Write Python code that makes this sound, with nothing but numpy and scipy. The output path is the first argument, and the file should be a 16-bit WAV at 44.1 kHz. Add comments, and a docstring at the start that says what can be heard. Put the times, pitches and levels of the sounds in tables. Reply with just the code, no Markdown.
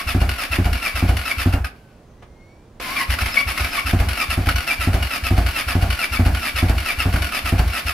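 """An electric starter cranks a cold twin-cylinder motorcycle in a yard, in two spells; it never catches. From
the start toothed gears grind, sag in pitch on each compression and clank when the crank overruns. The cylinders
thump and puff unburnt charge into a ringing exhaust pipe; some strokes squeal. In the pause faint sine whines
glide and clicks sound; clutch blows ring the housing, mostly on restarting, and the second spell grinds on to
the end over a low outdoor rumble of shaped noise."""
import sys
import numpy as np
from scipy import signal
from scipy.fft import rfft, irfft, next_fast_len
from scipy.io import wavfile
from scipy.ndimage import uniform_filter1d, map_coordinates

SR = 44100
rng = np.random.default_rng(int(sys.argv[2]) if len(sys.argv) > 2 else 0)


def file_out(sig):
    """Save sig as 16-bit WAV at sys.argv[1]."""
    # one column per channel
    cols = np.atleast_2d(sig).T
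    # limit, then scale
    lim = np.clip(cols, -1, 1)
    pcm = np.round(lim * 32767).astype(np.int16)
    wavfile.write(sys.argv[1], SR, pcm)


N = 349713

# Engine cycles. Each row: exhaust pop in s, lead of the short stroke in s, lag to the second cylinder's
# puff in s, lag to the overrun in s, then relative levels of exhaust, grind and overrun clank in dB.
ENGINE_CYCLES = [(.1515, .077, 0.069, 0.12, -1, -22.5, -16.5), (.5895, 0.074, .072, 0.12, -1, -23, -17.5),
                 (1.0285, 0.074, 0.068, 0.12, -1, -23, -17.5), (1.462, 0.078, 0.08, .136, -1.5, -23, -45),
                 (3.17, .072, 0.055, 0.096, -23, -24, -31), (3.55, 0.076, 0.062, 0.1, -32, -23, -38),
                 (3.9369, 0.076, 0.07, 0.13, 0, -22.5, -16),
                 (4.3792, 0.082, 0.097, 0.16, -1.5, -22.5, -14.5),
                 (4.8756, 0.074, .072, 0.13, 0, -22.5, -16.5), (5.3138, .076, 0.071, 0.13, 0, -23, -16),
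                 (5.7554, .077, .075, .128, -0.5, -22, -14.5), (6.198, .076, 0.07, 0.13, 0.5, -23, -17),
                 (6.6299, .074, 0.071, 0.13, 0, -22.5, -18.5), (7.0613, 0.073, 0.083, 0.14, -0.5, -23, -15),
                 (7.528, 0.077, .07, 0.13, 0, -22.5, -22), (7.938, 0.075, .073, .126, -2, -23.5, -12)]
# Starter motor. Each row: time in s, share of full speed, relative gear whirr in dB.
STARTER_RUN = [(1.5, 0.99, -44.5), (1.7, 0.79, -76), (1.77, 0.97, -65.5), (2.795, 0.59, -114),
               (2.812, 0.71, -37.5), (2.9, 0.73, -33.5), (3.06, 0.89, -43), (3.17, 0.83, -43.5),
               (3.22, 0.87, -33.5), (3.33, .9, -40.5), (3.45, 0.98, -44), (3.56, .95, -38.5),
               (3.62, 0.84, -36), (3.85, 1, -43)]
# Starter clutch slips and grabs, plus the late overrun clank that ends the first spell at 1.643 s. Each row:
# time in s, relative level in dB, mean ring in Hz.
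CLUTCH_GRABS = [(1.643, -19.5, 1550), (2.964, -22, 2363), (3.101, -21, 2742), (3.186, -18.5, 1290),
                (3.258, -17, 2264), (3.378, -24, 2330), (3.574, -17, 2135), (3.644, -18.5, 2310),
                (3.767, -25, 2250), (4.486, -11.5, 1397), (6.584, -18.5, 2230), (7.158, -19.5, 1435)]
# Stereo lean. Each row: frequency in Hz, left minus right in dB.
STEREO_LEAN = [(120, -2.5), (500, -1.5), (1200, -4.5), (2300, 2.5), (4000, 3), (8000, 4.5)]


def amp(db):
    """Decibels to gain."""
    return 10 ** (np.asarray(db) / 20)


def unit(x):
    """Scale to rms 1."""
    return x / np.sqrt(np.mean(x ** 2) + 1e-20)


def along(points, hz):
    """Interpolate (Hz, value) points on a log frequency axis."""
    f, v = np.transpose(points)
    return np.interp(np.log(hz + 1), np.log(f + 1), v)


def clock():
    """Time of each sample in s."""
    return np.arange(N) / SR


def curves(rows):
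    """One value per sample for each column after the time."""
    s, *cols = np.transpose(rows)
    return [np.interp(clock(), s, c) for c in cols]


def wobble(rate):
    """Smooth random curve, rate knots a second."""
    return map_coordinates(rng.standard_normal(int(N * rate / SR) + 4), [clock() * rate])


def wobble_pair(rate):
    """Two independent wobbles."""
    return np.array([wobble(rate), wobble(rate)])


def noise_pair():
    """Two independent white noises."""
    return rng.standard_normal((2, N))


def filtered(x, response):
    """Multiply the spectrum of x by a response of frequency."""
    m = next_fast_len(N + SR // 2)
    return irfft(rfft(x, m) * response(np.fft.rfftfreq(m, 1 / SR)), m)[..., :N]


def coloured(x, spectrum):
    """Filter x by (Hz, dB) points, to rms 1."""
    return unit(filtered(x, lambda hz: amp(along(spectrum, hz))))


def add(track, s, sound):
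    """Mix a sound into a track at time s."""
    start = int(np.clip(round(s * SR), 0, N))
    track[start:start + len(sound)] += sound[:N - start]


def add_leaning(track, s, sound, hz):
    """Mix a mono sound into a stereo track with the lean at its frequency."""
    for side, sign in zip(track, (.5, -.5)):
        add(side, s, amp(sign * along(STEREO_LEAN, hz)) * sound)


def spread(pair):
    """Two unrelated signals become left and right, alike in the bass, leaning by frequency."""
    # Each row: frequency in Hz, likeness of left and right from 0 to 1.
    likeness = [(250, 1), (500, 0.89), (1000, 0.58), (2300, 0.7), (9000, 0.074)]

    def mid_side_gains(hz):
        turn = np.arccos(np.clip(along(likeness, hz), -1, 1)) / 2
        return np.array([np.cos(turn), np.sin(turn)])

    def lean_gains(hz):
        return amp(np.outer([.5, -.5], along(STEREO_LEAN, hz)))

    mid, side = filtered(pair, mid_side_gains)
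    return filtered(np.array([mid + side, mid - side]), lean_gains)


def blows(rows, rise, decay):
    """Envelope of (s, dB) blows that swell and die away; rise and decay in s."""
    t, track = np.arange(SR // 5) / SR, np.zeros(N)
    shape = (1 - np.exp(-(t / rise) ** 2)) * np.exp(-t / decay)
    for s, db in rows:
        add(track, s, amp(db) * shape / shape.max())
    return track


def night():
    """Low outdoor rumble: noise weighted to the bass."""
    # Each row: frequency in Hz, relative level in dB per Hz.
    night_spectrum = [(15, -29), (25, 2.5), (67, -2), (604, -15.5), (2200, -32.5), (6200, -39.5),
                      (10000, -44.5), (15000, -52)]
    return amp(-46) * spread(coloured(noise_pair(), night_spectrum))


def compressions(swell_db, ease_db, rise, release):
    """Load, its singing part and full-speed mesh pitch: each stroke swells the load and drags pitch down."""
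    # Gear mesh over a compression. Each row: share of the stroke, mesh in Hz at full speed.
    mesh_sag = [(-.8, 1467), (0, 1400), (.44, 1280), (.73, 1200), (1, 1150), (1.8, 1480)]
    long_lead_s, long_s, long_db = .207, .07, .5
    short_s, short_whine_db = .051, -4.5
    t, load, song = clock(), np.zeros(N), np.zeros(N)
    mesh_hz = np.full(N, float(mesh_sag[-1][1]))
    strokes = []
    for pop, lead, _, _, _, db, _ in ENGINE_CYCLES:
        strokes.append((pop - long_lead_s, long_s, db + long_db, 0))
        strokes.append((pop - lead, short_s, db, short_whine_db))
    for start, length, db, whine_db in strokes:
        end = start + length
        near = slice(max(int((start - .1) * SR), 0), int((end + .1) * SR))
        u = (t[near] - start) / length
        before, after = np.minimum(t[near] - start, 0), np.maximum(t[near] - end, 0)
        edges = np.exp(before / rise - after / release)
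        push = edges * amp(db + np.interp(u, [0, .45, .75, 1], [-swell_db, 0, 0, -ease_db]))
        load[near] += push
        song[near] += push * amp(whine_db)
        mesh_hz[near] = np.minimum(mesh_hz[near], np.interp(u, *np.transpose(mesh_sag)))
    return load, song, mesh_hz


def backlash(bounce_s, bounce_db, count=3):
    """Gears take up slack, knock before the puff, clank and bounce on overrun; the clutch jars them too."""
    # Knocks before the puff. Each row: lead in s, relative level in dB.
    gear_knocks = [(0.019, -24.5), (0.0088, -22)]
    take_up_db = 2.5  # over the grind
    clank_delay_s, bounce_loss_db = .0178, 3.5  # from overrun to clank; loss at each further bounce
    clutch_bounce_db = -11.5
    hits = []
    for pop, lead, lag, overrun, _, grind_db, clank_db in ENGINE_CYCLES:
        hits.append((pop - lead + .0031, grind_db + take_up_db))
        hits += [(pop + lag - knock_lead, db) for knock_lead, db in gear_knocks]
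        clank_s = pop + overrun + clank_delay_s
        hits.append((clank_s, clank_db))
        for k in range(count):
            hits.append((clank_s + (k + 1) * bounce_s, clank_db + bounce_db - k * bounce_loss_db))
    for s, db, _ in CLUTCH_GRABS:
        hits += [(s, db), (s + bounce_s, db + clutch_bounce_db)]
    return blows(hits, rise=.0022, decay=.0105)


def judder():
    """Loaded gears catch and let go at an uneven rate: a sawtooth of gain in dB."""
    mean_hz, depth_db = 70, 5
    turns = np.cumsum(mean_hz * (1 + .2 * wobble(60))) / SR
    return unit(uniform_filter1d(amp(-depth_db * (turns % 1)), size=30))


def frame(x, t60):
    """Covers and frame tubes ring with a thicket of short modes, differently towards each ear."""
    t = np.arange(SR // 12) / SR
    ring = rng.standard_normal((2, len(t))) * amp(-60 * t / t60)
    return signal.fftconvolve(x[None], ring / np.linalg.norm(ring[0]), axes=1)[:, :N]


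def ticks(force):
    """Now and then a tooth lands hard: a dry tick that stands out of the rasp."""
    mean_per_s, spread_db = 380, 4
    sizes = amp(spread_db * np.clip(rng.standard_normal(N), -2, 1.5))
    hits = (rng.random(N) < mean_per_s / SR) * sizes
    return amp(-3) * unit(frame(force * hits, t60=.005))


def case(x):
    """x rings the resonances of engine case and starter housing, at rms 1."""
    # Each row: centre in Hz, width in Hz, relative level in dB.
    case_modes = [(1090, 50, 1.5), (1298, 50, -1.5), (1421, 49, 2.5), (1874, 250, 4), (2270, 127, 3.5),
                  (2743, 103, 4.5), (4540, 330, -6.5)]

    def response(f):
        total = 0
        for k, (centre, width, db) in enumerate(case_modes):
            damping = 1j * f * width
            total = total + (-1) ** k * amp(db) * damping / (centre ** 2 - f ** 2 + damping)
        return total

    return unit(filtered(x, response))


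def mesh_tones(teeth, partials, flutter_db, flutter_rate, drift_rad, drift_rate):
    """Sines at multiples of the tooth rate, wavering in level and, separately in each channel, in phase."""
    total = 0
    for k, db in partials:
        phase = 2 * np.pi * k * teeth + drift_rad * wobble_pair(drift_rate)
        total = total + amp(db + flutter_db * wobble(flutter_rate)) * np.sin(phase)
    return total


def starter():
    """Loaded gear teeth strike and whine into the case; unloaded, they rattle loosely and clank."""
    # Each row: frequency in Hz, relative level in dB per Hz.
    gear_spectrum = [(150, -18), (260, 3), (430, -13.5), (700, 1.5), (900, -4.5), (1300, 1), (2500, 4),
                     (3300, -4), (5300, -5.5), (6300, -16.5), (8500, -18.5), (10000, -8.5), (13000, -12),
                     (15500, -25)]
    # Gear mesh whine. Each row: multiple of the mesh, relative level in dB.
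    whine_partials = [(1, -3), (2, 1), (3, -7), (4, -8)]
    # Motor howl below full speed. Each row: multiple of the mesh, relative level in dB.
    labour_partials = [(1, 5), (2, 1)]
    speed, whirr_db = curves(STARTER_RUN)
    load, song, mesh_hz = compressions(swell_db=5, ease_db=2, rise=.003, release=.009)
    clank = backlash(bounce_s=.0227, bounce_db=-5.5)
    whirr = amp(whirr_db + 1.27 * wobble(45))
    teeth = np.cumsum(mesh_hz * speed * (1 + .018 * wobble(35) + .023 * wobble(450))) / SR
    force = np.sqrt((load * judder()) ** 2 + (.44 * clank) ** 2 + (.96 * whirr) ** 2)
    force_rms = np.sqrt(np.mean(force ** 2))
    # one impact a tooth, uneven in size, beating once a turn of the 11-tooth pinion
    tooth_db = 2.5 * np.sin(2 * np.pi * teeth / 11) + 6 * wobble(1400)
    impacts = np.diff(np.floor(teeth), prepend=0) * amp(tooth_db)
    rasp = unit(frame(force * impacts, t60=.02)) + ticks(force)
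    hiss = amp(-3) * unit(force * noise_pair())
    rattle = coloured(spread(rasp + hiss), gear_spectrum)
    # chains and slack gears chatter without a pitch
    chatter = spread(amp(.51 * wobble(400)) * noise_pair())
    chatter_mix = amp(2) * coloured(chatter, gear_spectrum) + amp(-6) * case(chatter[::-1])
    loose = (1.53 * whirr + .23 * clank) * chatter_mix
    # through the case, whine is strongest where a multiple of the mesh crosses a resonance
    tones = mesh_tones(teeth, whine_partials, 8, 110, .96, 60)
    whine = unit(spread((song + .35 * clank) * tones))
    # below full speed the motor labours and howls on its lowest mesh tones
    howl = mesh_tones(teeth, labour_partials, 2.5, 80, .7, 90)
    labour = np.maximum(1 - speed, 0) * (song + 3.2 * whirr) * spread(howl)
    return loose + labour + force_rms * (rattle + amp(-11) * whine + amp(-6.5) * case(whine))


def shake():
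    """The turning engine shakes the whole machine: low noise that grows with speed and whirr."""
    speed, whirr_db = curves(STARTER_RUN)
    # Each row: frequency in Hz, relative level in dB per Hz.
    rumble = coloured(noise_pair(), [(30, 7.5), (70, -8), (260, -7.5), (700, -27.5)])
    return speed ** 2 * amp(whirr_db + 5.5) * spread(rumble)


def yard(x):
    """House wall and paving answer briefly: a decaying noise tail, 200 samples late."""
    # Each row: frequency in Hz, reverberation t60 in s.
    yard_decay = [(200, 0.47), (2000, 0.26), (10000, 0.17)]
    hz, t, z = signal.stft(rng.standard_normal((2, SR // 3)), SR, nperseg=256)
    decay = amp(-60 * t / along(yard_decay, hz)[:, None])
    tail = signal.istft(z * decay, SR, nperseg=256)[1]
    late = np.pad(tail, ((0, 0), (200, 0))) / np.linalg.norm(tail[0])
    return signal.fftconvolve(x, late, axes=1)[:, :N]


def thumps(hz, peak_s, steep, rebound_s, rebound_db):
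    """Each compression lets go with a low lurch, and the engine rebounds once on its mounts."""
    lurch_lead_s = .011
    lurch_db, overrun_db, weak_lurch_db = -14, -11, -17.5
    t, track = np.arange(SR // 5) / SR, np.zeros(N)
    lurch = (t / peak_s * np.exp(1 - t / peak_s)) ** steep * np.sin(2 * np.pi * hz * t)
    lurches = [(3.086, -14)]  # first compression after the rest: s, dB
    for pop, lead, lag, overrun, exhaust_db, _, _ in ENGINE_CYCLES:
        # weakly into the short stroke, hard over top dead centre before the puff, again on the overrun
        lurches.append((pop - lead - .015, weak_lurch_db))
        lurches.append((pop + lag - lurch_lead_s, lurch_db))
        lurches.append((pop + overrun, overrun_db + exhaust_db))
    for s, db in lurches:
        add(track, s, amp(db) * lurch)
        add(track, s + rebound_s, amp(db + rebound_db) * lurch)
    return track


def exhaust(pop_db, echo_s, echo_db, puff_db, puff_hz, lead_s, rise, gas_db):
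    """Blowdowns ring the pipe and send gas down it; the pop returns once, the soft puff favours low modes."""
    # Pipe modes. Each row: mean frequency in Hz, mean relative level in dB, t60 in s.
    pipe_modes = [(35.7, -9, .3), (55.3, -1.5, 0.4), (91.2, 2, 0.2), (138.5, -10.5, 0.13),
                  (184.6, -16.5, 0.26), (262.4, 1, 0.059), (352.3, -9, 0.082)]
    # Each row: frequency in Hz, relative level in dB per Hz.
    gas_spectrum = [(40, -12), (130, 0.5), (260, 1.5), (420, -9), (560, -7.5), (720, 1.5), (950, -12),
                    (1500, -9), (4000, -31)]
    t, pipe, puffs = np.arange(SR // 3) / SR, np.zeros(N), []
    opening = 1 - np.exp(-(t / rise) ** 2)
    for pop, _, lag, _, exhaust_db, _, _ in ENGINE_CYCLES:
        # in the first spell the silencer is nearer and sounds brighter
        near_db = 3 if pop < 2 else 0
        for hz, db, t60 in pipe_modes:
            level_db = exhaust_db + db + near_db * (hz > 120) + rng.normal(0, 1) - 60 * t / t60
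            mode_hz = hz * (1 + .022 * rng.normal())
            ring = -np.cos(2 * np.pi * mode_hz * (t - lead_s)) * amp(level_db) * opening
            add(pipe, pop - lead_s, amp(pop_db) * ring)
            add(pipe, pop - lead_s + echo_s, amp(pop_db + echo_db) * ring)
            add(pipe, pop + lag - lead_s, amp(puff_db) * ring / (1 + (hz / puff_hz) ** 2))
        puffs += [(s - .008, gas_db + exhaust_db) for s in (pop, pop + lag)]
    flow = blows(puffs, rise=.00094, decay=.056)
    return pipe + flow * spread(coloured(noise_pair(), gas_spectrum))


def squeals(rough):
    """The mesh lingers on a housing resonance: a brief tone swells and fades as its pitch sags through."""
    # Each row: middle in s, relative level in dB, centre in Hz.
    squeal_rows = [(.872, -18, 2347), (2.977, -17, 2338), (3.012, -21.5, 1080), (3.335, -27.5, 5148),
                   (3.39, -17, 2293), (3.725, -33, 5170), (4.218, -18, 2335), (4.716, -13.5, 2338),
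                   (6.04, -17.5, 2335), (6.905, -20, 2334)]
    sag_share_per_s, width_s = 1.068, .014
    t, track = np.arange(-SR // 20, SR // 20) / SR, np.zeros((2, N))
    for s, db, centre_hz in squeal_rows:
        hz = centre_hz * (1 + rough * wobble(300)[:len(t)] - sag_share_per_s * t)
        tone = amp(db) * np.exp(-(t / width_s) ** 2) * np.sin(2 * np.pi * np.cumsum(hz) / SR)
        add_leaning(track, s + t[0], tone, centre_hz)
    return track


def clutch(ring_db, decay, rough):
    """Each grab of the starter clutch, and the late last clank of the first spell, rings the housing briefly at
    a rough pitch."""
    t, track = np.arange(SR // 10) / SR, np.zeros((2, N))
    for s, db, hz in CLUTCH_GRABS:
        phase = 2 * np.pi * np.cumsum(hz * (1 + rough * wobble(460)[:len(t)])) / SR
        envelope = (1 - np.exp(-t / .0013)) * np.exp(-t / decay)
        add_leaning(track, s, amp(db + ring_db) * envelope * np.sin(phase), hz)
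    return track


def pause():
    """Thin sine whines glide while the starter rests; its button and relay click as noise snaps."""
    # Starter button and relay. Each row: time in s, relative level in dB, low-pass corner in Hz.
    click_rows = [(2.222, -38.5, 1500), (2.797, -29.5, 7040)]
    # One list per whine. Each row: time in s, mean pitch in Hz, mean relative level in dB.
    whine_glides = [
        [(1.7, 1610, -65), (1.87, 1526, -60), (2.05, 1390, -74)],
        [(2.1, 1910, -72), (2.3, 2100, -63), (2.47, 2180, -57), (2.6, 2340, -65), (2.72, 2420, -76)],
        [(2.06, 6300, -76), (2.6, 5500, -75)],
    ]
    # Each row: frequency in Hz, relative level in dB per Hz.
    snap = coloured(noise_pair(), [(150, -8), (300, 2), (2500, -2), (5500, -11), (12000, -15)])
    sound = 0
    for s, db, dull_hz in click_rows:
        dulled = filtered(spread(snap), lambda hz: 1 / np.hypot(1, hz / dull_hz))
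        sound = sound + blows([(s, db)], rise=.0029, decay=.015) * dulled
    for rows in whine_glides:
        hz, db = curves(rows)
        sounding = 1. * (clock() > rows[0][0]) * (clock() < rows[-1][0])
        gate = uniform_filter1d(sounding, size=1500)
        phase = 2 * np.pi * np.cumsum(hz * (1 + .008 * wobble(220))) / SR
        tone = np.sin(phase) + amp(-14) * np.sin(2 * phase)
        sound = sound + gate * amp(db + 2 * wobble(24.9)) * tone
    return sound


def scene():
    """Gears, engine and exhaust close by; the yard answers the gears."""
    gears = starter() + squeals(rough=.011) + clutch(ring_db=1, decay=.0089, rough=.075) + pause()
    engine = thumps(hz=69.3, peak_s=.015, steep=2.63, rebound_s=.03344, rebound_db=-4.5)
    pipe = exhaust(pop_db=-11.5, echo_s=.01213, echo_db=-2, puff_db=-11.5, puff_hz=156,
                   lead_s=.0051, rise=.0047, gas_db=-24)
    return gears + amp(-8) * yard(gears) + engine + pipe + shake() + night()


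def record(dry):
    """Roll off the deepest bass below 20 Hz and cut everything from the band limit up."""
    top_hz = 15600
    return filtered(dry, lambda hz: (hz < top_hz) * hz ** 4 / (hz ** 4 + 20 ** 4))


dry = scene()
out = record(dry)
file_out(out)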